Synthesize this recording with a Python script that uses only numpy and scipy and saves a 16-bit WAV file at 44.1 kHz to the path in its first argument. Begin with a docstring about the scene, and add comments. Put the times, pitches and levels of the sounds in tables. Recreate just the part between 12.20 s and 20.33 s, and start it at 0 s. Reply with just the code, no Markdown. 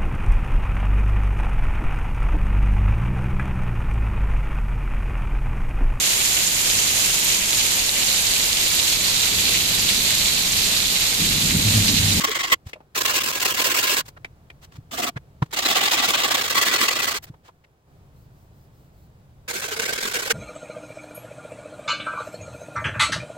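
"""Frame saw in a pine board

A frame saw rips a pine board held in a vice, in several spells of very fast, uneven strokes.
Noise bursts, one per tooth, pass through the resonances of each set-up; short ringing accents join in.
Around the sawing come wooden knocks (ringing noise), dull bumps (damped sines), brushes and wax on the
blade (swelling hiss with a faint note), over a low workshop rumble (coloured noise)."""
import sys
import numpy as np
from scipy import signal
from scipy.fft import rfft, irfft
from scipy.io import wavfile
from scipy.ndimage import uniform_filter1d, map_coordinates

SR = 44100
rng = np.random.default_rng(int(sys.argv[2]) if len(sys.argv) > 2 else 0)


def pcm_store(signal):
    """Save signal as 16-bit PCM."""
    levels = np.round(np.clip(np.atleast_2d(signal), -1, 1) * 32767)
    wavfile.write(sys.argv[1], SR, levels.astype(np.int16).T)


N = 358533
TIME = np.arange(N) / SR
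FREQ = np.maximum(np.fft.rfftfreq(4096, 1 / SR), 1)
PORT_LAG_S = .00027  # sound reaches the left microphone port this much later


def undb(db):
    """Decibels to gain."""
    return 10 ** (np.asarray(db) / 20)


def unit(x):
    """Scale to rms 1."""
    return x / np.sqrt(np.mean(x ** 2))


def curve(rows):
    """A (time [s], value) table read at every sample."""
    return np.interp(TIME, *np.transpose(rows))


def spectrum(rows):
    """A (frequency [Hz], level [dB]) table read on the frequency grid, along log frequency."""
    hz, db = np.transpose(rows)
    return np.interp(np.log(FREQ), np.log(hz), db)


def colour(x, db):
    """Filter x with the given dB response in minimum phase, as a struck body answers: never early."""
    cepstrum = irfft(np.log(undb(db)))
    half = len(cepstrum) // 2
    # folding the cepstrum forward makes the response causal
    cepstrum[1:half] *= 2
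    cepstrum[half + 1:] = 0
    response = irfft(np.exp(rfft(cepstrum)))[:half]
    return signal.fftconvolve(x, response)[:len(x)]


def lowpass(x, order, hz):
    """Take the treble off above hz."""
    return signal.sosfilt(signal.butter(order, hz, fs=SR, output="sos"), x)


def lows(x, order, hz):
    """The part below hz, with no delay, so that x minus it leaves the part above."""
    return signal.sosfiltfilt(signal.butter(order, hz, fs=SR, output="sos"), x)


def walk(rate):
    """Smooth random wander, about `rate` new values a second, rms near 1."""
    hold = int(SR / rate)
    steps = np.repeat(rng.standard_normal(N // hold + 1), hold)
    return unit(uniform_filter1d(steps, hold)[:N])


def two_ears(mid, side, split_hz):
    """Long waves reach both ports nearly alike, short ones mostly unrelated; the left hears them later."""
    apart = .04 + .7 / (1 + (split_hz / FREQ) ** 3)
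    mid = colour(mid, 10 * np.log10(2 - apart))
    side = colour(side, 10 * np.log10(apart))
    left = np.roll(mid + side, int(PORT_LAG_S * SR))
    return np.array([left, mid - side]) / np.sqrt(2)


def air(rows, split_hz):
    """Stereo noise of a given colour, rms 1."""
    noise = two_ears(*rng.standard_normal((2, N)), split_hz)
    return unit(np.array([colour(x, spectrum(rows)) for x in noise]))


# rows of sawing, each lasting until the next one or the end of its spell; a long row holds several
# quick strokes: (start time [s], force level before shaping [dB])
STROKE_ROWS = [(0, -22), (.036, -17), (.062, -23), (.1, -21), (.142, -21), (.186, -21), (.226, -21),
               (.268, -24), (.296, -22), (.318, -10.5), (.748, -21.5), (.804, -16.5), (.826, -28),
               (.848, -15.5), (.872, -18), (.931, -18), (.999, -21), (1.032, -19), (1.052, -22),
               (1.122, -23), (1.197, -19), (1.212, -19), (1.246, -14), (1.27, -20.5), (1.336, -23.5),
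               (1.364, -18), (1.438, -17), (1.494, -18.5), (1.538, -18.5), (1.624, -17.5), (1.666, -18),
               (1.76, -18.5), (2.71, -29.5), (2.77, -24), (2.816, -22), (2.86, -23.5), (3.308, -41),
               (3.325, -25), (3.36, -21), (3.416, -21), (3.449, -15), (3.476, -18.5), (3.546, -17),
               (3.602, -18.5), (3.706, -17), (3.767, -16), (3.82, -16), (3.872, -18), (3.93, -14),
               (3.966, -19.5), (4.032, -16), (4.072, -20.5), (4.1, -16.5), (4.14, -16), (4.166, -19),
               (4.208, -19.5), (4.23, -21), (4.274, -21.5), (4.294, -20), (4.344, -16.5), (4.406, -16),
               (4.448, -17), (4.508, -17.5), (4.578, -18), (4.678, -17.5), (4.7, -19), (4.748, -20.5),
               (4.786, -21), (4.816, -19.5), (4.866, -18.5), (4.905, -20), (4.934, -24), (7.278, -26),
               (7.328, -27), (7.412, -27), (7.476, -26), (7.506, -26), (7.558, -26), (7.588, -22),
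               (7.613, -24), (7.65, -24), (7.674, -24), (7.723, -23.5), (7.75, -25), (7.776, -23.5),
               (7.8, -26), (7.906, -26), (7.932, -21), (7.984, -25), (8.016, -25.5), (8.046, -26.5),
               (8.097, -16.5)]
# moments at which the blade leaves the wood: time [s]
SPELL_END_TIMES = [.346, 1.815, 2.9, 4.988, 8.126]
EDGE_SHARE = .25  # share of the drive left at the start and end of a row, 0-1


def strokes(lean=.88, linger_s=.007, linger_share=0.2, clean_s=.04, pulse_hz=43, pulse_db=4):
    """Force and speed of the blade: a row swells and eases; a long one pulses 43 times a second."""
    force, speed = np.zeros(N), np.zeros(N)
    bounds = np.sort([s for s, db in STROKE_ROWS] + SPELL_END_TIMES)
    for start, db in STROKE_ROWS:
        end = bounds[bounds > start][0]
        span = slice(*np.searchsorted(TIME, [start, end]))
        t = TIME[span] - start
        # up to clean_s a row is one stroke; a longer row holds several quick ones, as pulses
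        roundness = min(clean_s / (end - start), 1)
        arch = np.abs(np.sin(np.pi * (t / (end - start)) ** lean)) ** roundness
        speed[span] = EDGE_SHARE + (1 - EDGE_SHARE) * arch
        pulse = pulse_db * (1 - roundness) * np.cos(2 * np.pi * pulse_hz * t)
        force[span] = undb(db - pulse) * speed[span]
    keep = np.exp(-1 / (linger_s * SR))
    lingering = signal.lfilter([1 - keep], [1, -keep], force)
    smooth_force = uniform_filter1d(force, size=SR // 330)
    return np.hypot(smooth_force, linger_share * lingering), np.sqrt(speed)


def tearing(speed, tooth_hz=2200, fibre_db=3):
    """Each tooth tears a burst of fibres of its own size, paced by the blade, over a steady scrape."""
    pace = tooth_hz * speed * np.exp(.3 * walk(500))
    teeth = np.cumsum(pace) / SR
    sizes = undb(fibre_db * np.minimum(rng.standard_normal(N), 2))
    fibres = sizes[teeth.astype(int)]
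    bite = .3 + fibres * np.exp(-(teeth % 1) / .3)
    return unit(bite * rng.standard_normal((2, N)))


def shifting_contact(x, depth_db=5, per_octave=10, rate=48, below_hz=2400):
    """As the teeth move through the kerf they favour now one, now another of the board's low modes."""
    window = dict(nperseg=512, noverlap=384)
    hz, t, frames = signal.stft(x, SR, **window)
    # a random relief over log frequency and time gives the gain of each spot
    place = np.meshgrid(per_octave * np.log2(1 + hz / 200), rate * t, indexing="ij")
    wander = map_coordinates(rng.standard_normal((128, 1024)), place, order=2, mode="wrap")
    depth = depth_db / (1 + (hz[:, None] / below_hz) ** 2) ** .5
    gain = undb(depth * np.minimum(wander, 2))
    gain /= np.sqrt(np.mean(gain ** 2, axis=1, keepdims=True))
    return signal.istft(frames * gain, SR, **window)[1][:, :N]


# broad colour of the cut as the saw is held, relative levels:
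# (frequency [Hz], steep [dB], slanted [dB], level [dB], far [dB])
CUT_TONE = [(97, -18, -23.5, -23.5, -12.5), (280, -8.5, -4.5, -2.5, -4.5), (660, -4.5, -3.5, -2, -1),
            (2500, 0.5, 0.5, 1.64, -0.5), (7500, -6, -4.5, -5.5, -4.5), (10560, -19, -13.5, -15, -12),
            (14000, -14.5, -8, -11, -13.5)]
# resonances of board and blade in each set-up: (frequency [Hz], width [Hz], lift [dB])
STEEP_MODES = [(330, 80, 8.5), (1110, 138, 15), (2030, 300, 11.5), (3200, 400, 7.5)]
SLANTED_MODES = [(1039, 93, 9), (1650, 51, 8), (2763, 280, 5.5)]
LEVEL_MODES = [(760, 170, 9), (1160, 140, 8), (1990, 130, 5), (3553, 2000, 4.2)]
DEEP_MODES = [(1130, 180, 8.5), (1978, 80, 11), (3270, 230, 3.6), (4380, 290, 5)]
SHALLOW_MODES = [(252, 150, 11.5), (713, 100, 14), (1210, 270, 7.4)]
FAR_MODES = [(460, 110, 10), (1548, 210, 10), (2210, 380, 6)]
# set-ups of the board: (start time [s], resonances, column of the colour table)
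BOARD_SETUPS = [(0, STEEP_MODES, 1), (.6, SLANTED_MODES, 2), (2.2, SHALLOW_MODES, 3), (3.1, LEVEL_MODES, 3),
                (4.272, DEEP_MODES, 3), (6, FAR_MODES, 4)]
# the saw at the microphone: (frequency [Hz], left minus right [dB])
SAW_STEREO = [(150, -2), (520, -5.5), (1300, -1), (4400, 1), (10000, -6)]


def saw(judder_hz=230, judder_db=1.2, edge_db=1.28, edge_lift_db=.3, edge_hz=4500, shift_db=0.7,
        ring_growth=0.47):
    """Strokes drive the teeth; the blade judders and rings the board, more clearly the harder it bites."""
    force, speed = strokes()
    bite = two_ears(*tearing(speed), split_hz=420) * force * undb(judder_db * walk(judder_hz))
    # the rasp dulls as the blade slows; hard and soft grain make it now sharper, now duller
    scrape = shifting_contact(bite)
    dull = lowpass(scrape, 1, edge_hz)
    scrape = dull + (scrape - dull) * speed * undb(edge_lift_db + edge_db * walk(60))
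    # the moving contact feeds the main resonances by turns more and less
    share = (force + 1e-6) ** ring_growth * undb(shift_db * walk(28))
    balance = np.outer([.5, -.5], spectrum(SAW_STEREO))
    out = np.zeros((2, N))
    ends = [int(row[0] * SR) for row in BOARD_SETUPS[1:]] + [N]
    for (start, modes, column), end in zip(BOARD_SETUPS, ends):
        span = slice(int(start * SR), end)
        body = spectrum(np.array(CUT_TONE)[:, [0, column]]) + balance
        lift = sum((undb(db) ** 2 - 1) / (1 + (2 * (FREQ - hz) / width) ** 2) ** 2
                   for hz, width, db in modes)
        ringing = body + 10 * np.log10(np.maximum(1 + lift, .5))
        norm = np.sqrt(np.mean(undb(ringing) ** 2))
        mean_share = np.sqrt(np.average(share[span] ** 2, weights=force[span] ** 2))
        feed = bite[:, span] * share[span] / mean_share
        for ear in range(2):
            # what the resonances add to the plain body
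            ring = colour(feed[ear], ringing[ear]) - colour(feed[ear], body[ear])
            out[ear, span] += (colour(scrape[ear, span], body[ear]) + ring) / norm
    return out


def flexing(x):
    """The board flexes under the saw: a wandering delay slides its low resonances up and down in pitch."""
    low = lows(x, 4, 800)
    place = (TIME + .0015 * walk(24)) * SR
    slid = np.array([np.interp(place, np.arange(N), ear) for ear in low])
    return x - low + slid


# loudness of the workshop: (time [s], level [dB])
RUMBLE_LEVEL = [(0, -50.5), (.7, -60), (.8, -49.5), (5.1, -51), (5.2, -58.5), (5.64, -64.5), (5.71, -49.5),
                (8.13, -52)]
# colour of the workshop: (frequency [Hz], relative level [dB])
RUMBLE_COLOUR = [(25, -13.5), (60, -3.5), (145, -3), (230, -17), (750, -22), (2000, -34), (11000, -46),
                 (15000, -43)]


def workshop(hiss_follow=0.4):
    """Low-heavy noise whose rumble rises and falls over time; the hiss above it changes less."""
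    room = air(RUMBLE_COLOUR, split_hz=770)
    rumble = lows(room, 2, 220)
    db = curve(RUMBLE_LEVEL)
    hiss_db = db.mean() + hiss_follow * (db - db.mean())
    return rumble * undb(db) + (room - rumble) * undb(hiss_db)


# short ringing accents in and around the sawing: (middle time [s], level [dB], ring frequency [Hz])
RINGING_ACCENTS = [(.046, -19.5, 1090), (.095, -27, 440), (.327, -14, 1980), (2.801, -23.5, 730),
                   (3.459, -21, 4000), (3.733, -25.5, 950), (4.388, -23, 1119), (7.526, -31.5, 430),
                   (7.599, -31, 460), (7.964, -31, 1560)]
# hiss of friction, here and in the rubbing: (frequency [Hz], relative level [dB])
RUB_COLOUR = [(200, -7.5), (1100, -2), (7500, -5.5), (11000, -11), (14000, -2.5)]


def accents(length_s=0.01, crackle_db=-5):
    """Each accent is a brief tone of unsteady pitch with crackle, swelling and fading within moments."""
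    out = np.zeros((2, N))
    waver = np.array([walk(200), walk(200)]) / 2  # phase [rad]
    crackle = undb(crackle_db) * unit(air(RUB_COLOUR, split_hz=500) * undb(5 * walk(700)))
    for s, db, hz in RINGING_ACCENTS:
        near = slice(*np.searchsorted(TIME, [s - .04, s + .04]))
        t = TIME[near] - s - np.array([[PORT_LAG_S], [0]])
        ring = np.sqrt(2) * np.sin(2 * np.pi * hz * t + waver[:, near])
        swell = np.exp(-(t / length_s) ** 2)
        out[:, near] += undb(db) * swell * (ring + crackle[:, near])
    return out


# blade or hand brushes the wood: (middle time [s], length [s], level [dB], dull above [Hz])
BRUSH_STROKES = [(0.491, 0.061, -46, 5500), (1.878, 0.043, -40.5, 10040), (2.44, 0.036, -37, 6000),
                 (2.551, 0.062, -44.5, 3520), (3.243, .045, -43, 3500), (5.041, 0.024, -37, 17000),
                 (5.084, 0.032, -47, 3500), (5.273, 0.057, -46, 3480)]
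# wax rubbed along the blade: (time [s], level before the to-and-fro [dB])
WAX_LEVEL = [(5.7, -90.5), (5.98, -63), (6.88, -62.5), (7.02, -88)]
WAX_TURN_S = 6.505  # one moment at which the wax turns round


def rubbing(rough_db=4.5, pass_s=.203, squareness=2.8, blade_hz=4800, blade_db=-7.5):
    """Brushes on the wood, and wax swishing to and fro on the steel, which sings faintly."""
    hiss = air(RUB_COLOUR, split_hz=560)
    brush = np.zeros((2, N))
    for s, length, db, top_hz in BRUSH_STROKES:
        near = slice(*np.searchsorted(TIME, [s - 2 * length, s + 2 * length]))
        swell = np.exp(-np.abs(2 * (TIME[near] - s) / length) ** squareness)
        brush[:, near] += undb(db) * swell * lowpass(hiss[:, near], 1, top_hz)
    wax = signal.sosfilt(signal.butter(1, 8000, "high", fs=SR, output="sos"), hiss)
    # the blade's note wanders as the hand damps it in different places
    note = np.cumsum(blade_hz * (1 + .07 * walk(12))) / SR
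    singing = undb(blade_db) / 2 * walk(900) * np.sin(2 * np.pi * note)
    passes = np.abs(np.sin(np.pi * (TIME - WAX_TURN_S) / pass_s))
    waxing = (wax + singing) * passes * undb(curve(WAX_LEVEL))
    return brush * undb(rough_db * walk(150)) + waxing


# dull bumps on the block: (start time [s], level of the main tone at its swell's peak [dB], pitch [Hz])
BUMPS = [(0.462, -26.5, 90.9), (2.582, -29, 120), (2.96, -22, 128), (3.22, -10, 135.4), (5.097, -29, 131)]


def thumps(rise_s=0.006, damping=1.96, upper=2.26, upper_db=-17):
    """Soft blows rock the heavy block for a few cycles, with a faint upper partial."""
    out = np.zeros(N)
    t = TIME[:SR // 8]
    swell = (t / rise_s * np.exp(1 - t / rise_s)) ** damping
    for s, db, hz in BUMPS:
        phase = 2 * np.pi * hz * t
        tone = np.sin(phase) + undb(upper_db) * np.sin(upper * phase)
        start = int(s * SR)
        out[start:start + len(t)] += undb(db) * swell * tone
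    return out


# light knocks of saw and board:
# (start time [s], level before the fade [dB], ring frequency [Hz], decay [s], rise [s])
WOOD_KNOCKS = [(0.531, -26.5, 2350, 0.006, 0.0022), (0.554, -41, 608, 0.011, 0.0077),
               (.602, -43, 620, .013, .0034), (1.962, -41, 1320, 0.0037, 0.015),
               (2.046, -26, 2200, 0.0064, 0.00075), (2.300, -36.5, 2220, 0.006, .003),
               (2.957, -31, 1605, 0.0034, 0.019), (3.219, -19, 1050, 0.0042, 0.0084),
               (5.136, -45.5, 950.3, 0.0057, 0.0088), (5.281, -42.5, 1000, 0.0068, 0.01),
               (5.436, -51, 2000, 0.0034, 0.013)]


def knocks(broad_s=0.0013, body_hz=560, body_db=-7):
    """Wooden cracks: the struck spot rings over the board's low body; the longer the ring, the purer."""
    out = np.zeros((2, N))
    t = TIME[:SR // 4]
    grit = two_ears(*rng.standard_normal((2, N)), split_hz=1200)
    for s, db, hz, decay, rise in WOOD_KNOCKS:
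        span = slice(int(s * SR), int(s * SR) + len(t))
        sharpness = 1 + (decay / broad_s / 2) ** 2
        spot = 1 / (1 + (sharpness * (FREQ / hz - hz / FREQ)) ** 2)
        board = undb(body_db) ** 2 / (1 + (FREQ / body_hz - body_hz / FREQ) ** 2) / np.sqrt(sharpness)
        body = 10 * np.log10((spot + board) / (1 + (FREQ / hz / 2) ** 2))
        fade = np.minimum(t / rise, 1) * np.exp(-np.maximum(t - rise, 0) / decay)
        crack = unit(np.array([colour(x[span], body) for x in grit]))
        out[:, span] += undb(db) * crack * fade
    return out


def scene(saw_db=-0.9):
    """Sawing, handling and the room, summed."""
    sawing = undb(saw_db) * flexing(saw()) + accents()
    handling = rubbing() + thumps() + knocks()
    return sawing + handling + workshop()


def record(dry, ceiling=.85, top_hz=15900):
    """The highest peaks are gently rounded to stay in range, and the top is cut."""
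    rounded = ceiling * np.tanh(dry / ceiling)
    return signal.sosfilt(signal.ellip(12, .2, 80, top_hz, fs=SR, output="sos"), rounded)


dry = scene()
out = record(dry)
pcm_store(out)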